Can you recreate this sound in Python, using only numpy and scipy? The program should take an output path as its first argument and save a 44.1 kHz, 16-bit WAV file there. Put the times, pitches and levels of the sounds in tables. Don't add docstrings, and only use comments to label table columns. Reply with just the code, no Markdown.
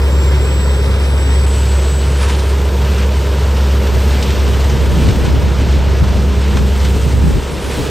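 import sys
import numpy as np
from scipy import signal
from scipy.fft import rfft, irfft, next_fast_len
from scipy.io import wavfile
from scipy.ndimage import uniform_filter1d

SR = 44100
rng = np.random.default_rng(int(sys.argv[2]) if len(sys.argv) > 2 else 0)


def inscribe(sig):
    pcm = np.round(np.clip(np.atleast_2d(sig).T, -1, 1) * 32767)
    wavfile.write(sys.argv[1], SR, pcm.astype(np.int16))


def decibels_to_gain(level_db):
    exponent = np.asarray(level_db, float) / 20
    return 10 ** exponent


N = 348384
T = np.arange(N) / SR

# multiple of shaft [1], level/dB rms, slow waver/dB
ENGINE_ORDERS = [(2.003, -11, -0.74), (3.06, -37, 4), (4.067, -35.5, 5), (4.9, -39.5, 2), (6, -35.5, 1),
                 (7.87, -63.5, 11), (10.18, -46.5, -3), (11.14, -37, -0.5), (12.02, -36.5, 2),
                 (12.97, -44.5, -2.5), (13.84, -37.5, 0), (16.06, -45, -4), (23.7, -49.5, 0.5),
                 (27.75, -45.5, -1.5)]
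# t/s, firing tone/dB (unused: no order picks it up), blade
# tone/dB (order 6)
FACING = [(0, -3.9, 0), (2, -0.2, -3), (3, 4.8, 7), (3.4, .8, -1.5), (3.8, .3, 6), (4.5, 0, 8.5), (5, 0, 0),
          (6.15, -.6, 6), (6.35, -1, 10.5), (6.68, -1.2, 12), (6.9, 2, 3.5), (7.9, -1.2, -3)]
# f/Hz, level/dB per Hz
ROAR_COLOUR = [(24, -91), (46, -77), (69, -37), (108, -42.5), (162, -48), (225, -53), (288, -56),
               (405, -52.5), (545, -53.5), (725, -63.5), (955, -60.5), (1160, -66.5), (1520, -66.5),
               (2550, -84), (11000, -83), (14000, -84.5), (15800, -82)]
# f/Hz, width/Hz, level/dB
PANEL_RINGS = [
    (955, 27, 2.5),
    (530, 15, 1.5),
    (424, 31, 2),
]
# t/s, level/dB
LOAD = [(0, 1), (1.5, 0), (2.2, 1.5), (3, 1.5), (4, 2.5), (5, 2), (6, 1), (7, -0.5), (7.9, -1)]
# t/s, level/dB
OIL_HISS = [(0, 2), (.9, -0.5), (2.3, -0.5), (2.9, 2.5), (3.15, -0.5), (4.1, 4), (5.05, 0.5), (5.5, -2.5),
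            (6.45, -2), (6.8, 2), (7.15, -1), (7.35, -1), (7.6, -3.5), (7.75, 0), (7.9, -2)]
# f/Hz, level/dB per Hz
SUCTION_COLOUR = [(510, -67), (1210, -64), (2020, -65.5), (3050, -65), (4250, -69), (5550, -71.5),
                  (7050, -75), (8250, -70.5), (9250, -73), (11100, -82), (13100, -83), (15500, -107),
                  (17200, -92)]
# t/s, draw/dB, edge hiss as the mouth turns to the listener/dB
NOZZLE_SWEEP = [(0, -1.5, 3), (1.2, -1.5, 2), (1.55, -0.5, 2.5), (2.4, -.5, -0.5), (2.65, -1.5, 0),
                (3.15, -0.5, -2.5), (3.9, .5, -0.5), (4.2, 2.5, 2), (4.9, 0.5, 0), (5.45, -1, -4),
                (6.1, -0.5, -3.5), (6.3, -2, -3), (6.8, 0.5, 1), (7.2, -2.5, 1), (7.6, -1.5, 1),
                (7.9, -1.5, -1)]
# t/s, peak/dB, build/s, release/s
LEAF_GULPS = [(.32, 1.5, .04, 0.066), (.74, 0.5, .06, .03), (1.03, 1, 0.056, 0.054),
              (1.33, 0.5, 0.069, .04), (1.58, 1.5, .04, 0.027), (2.24, 3.5, 0.048, .02),
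              (2.31, 5, 0.033, .03), (3.01, 3, 0.12, .03), (3.25, 0, 0.036, .04), (3.62, 1, .06, .05),
              (4.1, 1, .05, 0.056), (4.24, 0, .03, .04), (4.7, -0.5, .04, .04), (5.09, 3.5, 0.064, 0.02),
              (5.24, 2.5, .03, .05), (5.61, 3.5, 0.034, 0.034), (5.72, 3, 0.029, 0.075),
              (6.18, 1.5, .03, 0.042), (6.58, 3, 0.012, .02), (6.85, 1, .05, .04), (7.11, 2.5, .04, .03),
              (7.33, 1, 0.034, .05), (7.72, 4, .03, 0.15)]
# t/s, level/dB rms
GUSTS = [(0, -35), (.45, -34), (2.2, -41.5), (3.7, -37.5), (3.98, -26), (4.15, -28), (4.7, -22),
         (5.0, -17.5), (5.3, -16), (5.5, -20), (6.3, -23), (7.1, -23.5), (7.37, -13.5), (7.45, -20.5),
         (7.65, -21), (7.8, -17), (7.9, -20)]
# f/Hz, level/dB per Hz
WIND_COLOUR = [(21, -16), (46, 3.5), (82, 0), (155, -6.5), (310, -14), (610, -27), (1120, -38), (1620, -55)]
# t/s, peak/dB
WIND_SLAPS = [(3.954, -19), (4.549, -24), (4.885, -11.5), (4.979, -17), (5.08, -9), (5.149, -7),
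              (5.212, -7), (5.599, -29), (6.099, -15), (7.049, -9), (7.231, -5), (7.269, -7), (7.309, -24),
              (7.353, 5.5), (7.73, -15), (7.788, -8)]
# t/s, f/Hz, level/dB rms
BOOM_VALVE = [(.04, 7370, -46), (.16, 7445, -37), (.47, 7700, -38), (.8, 7792, -36), (.93, 7795, -41),
              (1.15, 7798, -37), (1.6, 7768, -36), (2.08, 7798, -37), (2.3, 7840, -51)]
# start/s, length/s, start f/Hz, end f/Hz, peak/dB rms
VALVE_SQUEALS = [
    (.75, 1.45, 9725, 9915, -38),
    (1.85, .37, 9120, 9150, -46),
    (2.17, .13, 9150, 9200, -36),
    (2.27, .13, 9200, 9165, -38),
    (2.36, .18, 8805, 8868, -42),
    (7.05, .5, 9887, 9805, -43),
    (7.5, .5, 9807, 9828, -37),
]
# t/s, crack/dB, thud/dB, t60/s
CLUMP_HITS = [(1.7154, -23, -29, 0.079), (2.2303, -16, -12, 0.077), (2.296, -13, -15, 0.081),
              (2.3494, -15, -23, 0.11), (2.3925, -13, -25, 0.1), (3.0294, -23, -16, 0.09),
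              (4.2258, -6.5, -23, 0.083), (4.3051, -11.5, -19, 0.098), (4.6957, -11.5, -21, 0.088),
              (5.0878, -10, -22, 0.09), (5.25, -16, -25, 0.13), (5.881, -27, -21, 0.083),
              (6.57, -10, -8.5, 0.054), (6.8009, -16, -27, 0.082), (6.851, -10.5, -17, 0.08),
              (7.7194, -24, -27, 0.09)]
# f/Hz, level/dB per Hz
CRACK_COLOUR = [(2000, -82), (2800, -69), (4000, -69), (6000, -74), (9000, -83), (12000, -105)]
# f/Hz, level/dB per Hz
THUD_COLOUR = [(500, -84), (1000, -66), (1800, -64), (2500, -68), (3500, -82), (6000, -110)]
# f/Hz, left lead/rad, left-right/dB, reflected share/dB
WIDE_PORTS = [(60, 0, -.5, -24), (300, .1, -1, -17), (690, .6, -1, -9), (1200, .3, 1.5, -9),
              (1900, .8, -3.5, -9), (2400, 1.6, -3, -9), (3000, 3.1, -1, -10), (3700, 5.4, 4, -9),
              (4300, 6.3, 6, -9), (6400, 6.3, 5.5, -8), (7500, 5.5, 1, -9), (10100, 3.1, 0, -14),
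              (13300, 0, 0, -16), (16000, -2.6, 0, -10)]
# f/Hz, left lead/rad, left-right/dB, reflected share/dB
ZOOMED_PORTS = [(60, 0, -.4, -34), (300, .05, 0, -24), (600, .3, -2, -10), (1300, .05, .3, -17),
                (2300, 0, 0, -30), (3100, .3, 0, -13), (4500, .1, 0, -17), (6300, 0, 0, -24),
                (7600, -.8, 0, -20), (10100, -3.1, 0, -20), (13400, -6.3, 0, -20), (16000, -8.9, 0, -12)]
# f/Hz, level/dB
WIDE_TONE = [(100, 1), (700, 0), (2000, 1), (3000, 1.5), (4500, -2), (5500, 1), (6800, -7), (8000, -2.5),
             (12000, -1)]
# t/s, share [1]
BASS_CHOKES = [
    (5.148, 0.92),
    (5.268, 0.99),
    (6.14, .5),
    (7.335, .6),
    (7.63, 0.66),
]
# f/Hz, level/dB
STEREO_MASK = [(1000, -30), (1500, -12), (3000, -13), (5000, -14), (6500, -14), (7400, -6), (7700, -9),
               (9000, -7.5), (11000, -8), (12400, -4.5), (16000, -5)]


def evened(x):
    return x / np.sqrt(np.mean(x ** 2) + 1e-20)


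def read(points, hz):
    f, *values = np.transpose(points)
    return [np.interp(np.log(hz + 1), np.log(f + 1), v) for v in values]


def curve(rows, t):
    s, *values = np.transpose(rows)
    return [np.interp(t, s, v) for v in values]


def slow(t, top_hz):
    rates_hz = np.geomspace(top_hz / 20, top_hz, 20)[:, None]
    coarse_s = np.linspace(t[0], t[-1], 2000)
    waves = np.sin(2 * np.pi * (rates_hz * coarse_s + rng.random((20, 1)))) / rates_hz ** .25
    return np.interp(t, coarse_s, evened(waves.sum(0)))


def noise(field_db, size, patchy_db):
    hop = size // 4
    t = np.arange(N // hop + 5) * hop / SR
    hz = np.fft.rfftfreq(size, 1 / SR)
    a, b, patches = rng.standard_normal((len(t), len(hz), 3)).T
    patches = evened(uniform_filter1d(uniform_filter1d(patches, 8, 0), 12, 1))
    z = (a + 1j * b) * decibels_to_gain(field_db(hz[:, None], t) + patchy_db * patches)
    per_hz = np.sqrt(1.5 * SR / size)
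    return signal.istft(z, nperseg=size, noverlap=size - hop)[1][:N] * per_hz


def engine():
    shaft_hz = 34.13 * (1 + 0.001493 * slow(T, 1.997))
    turns = np.cumsum(shaft_hz) / SR
    firing_db, blade_db = curve(FACING, T)
    out = np.zeros(N)
    for order, db, waver_db in ENGINE_ORDERS:
        facing_db = {2: firing_db, 6: blade_db}.get(order, 0)
        level = decibels_to_gain(db + facing_db + waver_db * slow(T, 9.0))
        out += level * np.cos(2 * np.pi * (order * turns + rng.random()))
    return np.sqrt(2) * out


def roar():
    def field(hz, t):
        ring_db = sum(db / (1 + ((hz - f) / width) ** 2) for f, width, db in PANEL_RINGS)
        oil_share = np.clip((hz - 8500) / 2000, 0, 1)
        load_db = curve(LOAD, t)[0] * np.clip(hz / 310, 0, 1)
        oil_db = curve(OIL_HISS, t)[0]
        return read(ROAR_COLOUR, hz)[0] + ring_db + load_db * (1 - oil_share) + oil_share * oil_db
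    return noise(field, size=2048, patchy_db=0.06)


def suction():
    edge_per_gulp, air_per_gulp = 0.97, .7

    def field(hz, t):
        draw_db, edge_db = curve(NOZZLE_SWEEP, t)
        gulp_db = 0
        for s, db, build_s, release_s in LEAF_GULPS:
            gulp_db = gulp_db + db * np.exp(-((t - s) / np.where(t < s, build_s, release_s)) ** 2)
        air_db = curve(OIL_HISS, t)[0] + air_per_gulp * gulp_db - 4.0
        top = np.clip((hz - 5600) / 2100, 0, 1)
        sky = np.clip((hz - 9000) / 2500, 0, 1)
        level_db = (1 - top) * (draw_db + gulp_db)
        level_db = level_db + (top - sky) * (edge_db + edge_per_gulp * gulp_db - 1.5) + sky * air_db
        flicker_db = 0.48 * slow(t, 40.0) + 0.93 * top * slow(t, 12.0)
        return read(SUCTION_COLOUR, hz)[0] + level_db + flicker_db

    air = noise(field, size=512, patchy_db=0.83)
    ticks_per_s, tick_decay_s = 100., 0.0068
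    ticks = decibels_to_gain(3.36 * np.minimum(rng.exponential(1, N), 4)) * (rng.random(N) < ticks_per_s / SR)
    lift = signal.oaconvolve(ticks, np.exp(-T[:1500] / tick_decay_s))[:N]
    return air * (0.9 + 0.093 * lift)


def wind():
    def field(hz, t):
        return read(WIND_COLOUR, hz)[0] + 3.6 * slow(t, 22.0)
    own_left, own_right, shared = (evened(noise(field, size=512, patchy_db=2.0)) for _ in range(3))
    flow = np.array([own_left, own_right]) + 0.96 * shared
    t = T[::64]
    slaps = sum(decibels_to_gain(db - 8.5) * np.exp(-((t - s - .014) / 0.016) ** 2) for s, db in WIND_SLAPS)
    dull = signal.sosfilt(signal.butter(2, 330., fs=SR, output="sos"), flow)
    return decibels_to_gain(curve(GUSTS, T)[0] + 1.5) * flow + np.interp(T, t, slaps) * dull


def heave():
    band = signal.butter(3, [36, 60], "band", fs=SR, output="sos")
    left, right = evened(signal.sosfilt(band, rng.standard_normal((2, N))))
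    return decibels_to_gain(1.45 * curve(GUSTS, T)[0] + 1.0) * np.array([left, left + 0.35 * right])


def whine(rows, octave_db=-60):
    first, last = round(rows[0][0] * SR), min(round(rows[-1][0] * SR), N)
    t = T[first:last]
    hz, db = curve(rows, t)
    phase_rad = 2 * np.pi * np.cumsum(hz + 2.5 * slow(t, 30.0)) / SR
    level = decibels_to_gain(db + 3.3 * slow(t, 14.0)) * signal.windows.tukey(len(t), .08)
    out = np.zeros(N)
    out[first:last] = level * (np.sin(phase_rad) + decibels_to_gain(octave_db) * np.sin(2 * phase_rad))
    return out


def squeal(start_s, length_s, start_hz, end_hz, db):
    middle_hz = start_hz + .4 * (end_hz - start_hz)
    ends_db = db - 8
    return whine([(start_s, start_hz, ends_db),
                  (start_s + length_s / 2, middle_hz, db),
                  (start_s + length_s, end_hz, ends_db)])


def clumps():
    crack, thud = np.zeros((2, N + SR))
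    length = SR // 5
    for s, crack_db, thud_db, t60_s in CLUMP_HITS:
        start = round(s * SR)
        dying = decibels_to_gain(-60 * T[:length] / t60_s)
        crack[start:start + length] += decibels_to_gain(crack_db + 20) * dying
        thud[start:start + length] += decibels_to_gain(thud_db + 24) * dying
    bright = noise(lambda hz, t: read(CRACK_COLOUR, hz)[0], size=512, patchy_db=0)
    dull = noise(lambda hz, t: read(THUD_COLOUR, hz)[0], size=512, patchy_db=0)
    return crack[:N] * bright + thud[:N] * dull


def ports(x, pair):
    size = next_fast_len(N + SR // 2)
    lead_rad, balance_db, reflected_db = read(pair, np.fft.rfftfreq(size, 1 / SR))
    tails = rng.standard_normal((2, SR // 3)) * decibels_to_gain(-60 * T[:SR // 3] / .3)
    echoes = rfft(tails / np.linalg.norm(tails[0]), size) * decibels_to_gain(reflected_db)
    side = np.array([[.5], [-.5]])
    gain = np.exp(1j * side * lead_rad) * decibels_to_gain(side * balance_db) + echoes
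    return irfft(rfft(x, size) * gain, size)[:, :N]


def scene():
    valves = whine(BOOM_VALVE, octave_db=-17) + sum(squeal(*row) for row in VALVE_SQUEALS)
    machine = engine() + roar() + suction() + clumps() + decibels_to_gain(4.0) * valves
    wide_gain = decibels_to_gain(read(WIDE_TONE, np.fft.rfftfreq(N, 1 / SR))[0])
    wide = irfft(rfft(machine) * wide_gain, N)
    zoom = np.clip((T - 1.455) / .01, 0, 1)
    return (1 - zoom) * ports(wide, WIDE_PORTS) + zoom * ports(machine, ZOOMED_PORTS) + wind()


def thin_stereo(x):
    faint_db = -64.5
    mid_side = np.array([x[0] + x[1], x[0] - x[1]]) / 2
    hz, t, z = signal.stft(mid_side, SR, nperseg=2048)
    band = np.arange(len(hz)) // 16
    power = np.add.reduceat(abs(z) ** 2, np.arange(0, len(hz), 16), axis=1)[:, band]
    budget_db = 1.5 * rng.standard_normal(len(t))
    kept = power >= power[::-1] * decibels_to_gain(2 * (read(STEREO_MASK, hz)[0][:, None] + budget_db))
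    kept &= (power > decibels_to_gain(2 * faint_db)) | (hz < 9000)[:, None]
    mid, side = signal.istft(z * kept, SR, nperseg=2048)[1][:, :N]
    return np.array([mid + side, mid - side])


def top_cut(x):
    return signal.sosfilt(signal.butter(12, 15780, fs=SR, output="sos"), x)


def record(dry):
    guard_s, guard_rise_s, guard_share, choke_s = 7.33, 0.035, .7, .011
    heard = signal.sosfilt(signal.butter(2, 44., "high", fs=SR, output="sos"), dry)
    bass = signal.sosfiltfilt(signal.butter(2, 240., fs=SR, output="sos"), heard)
    kept = 1 - guard_share * np.clip((T - guard_s) / guard_rise_s, 0, 1)
    kept *= 1 - sum(share * np.exp(-((T - s) / choke_s) ** 2) for s, share in BASS_CHOKES)
    guarded = heard - (1 - kept) * bass + heave()
    limited = np.clip(1.25 * np.tanh(guarded / 1.25), -.88, .88)
    mix = thin_stereo(limited)
    return top_cut(mix)


dry = scene()
out = record(dry)
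inscribe(out)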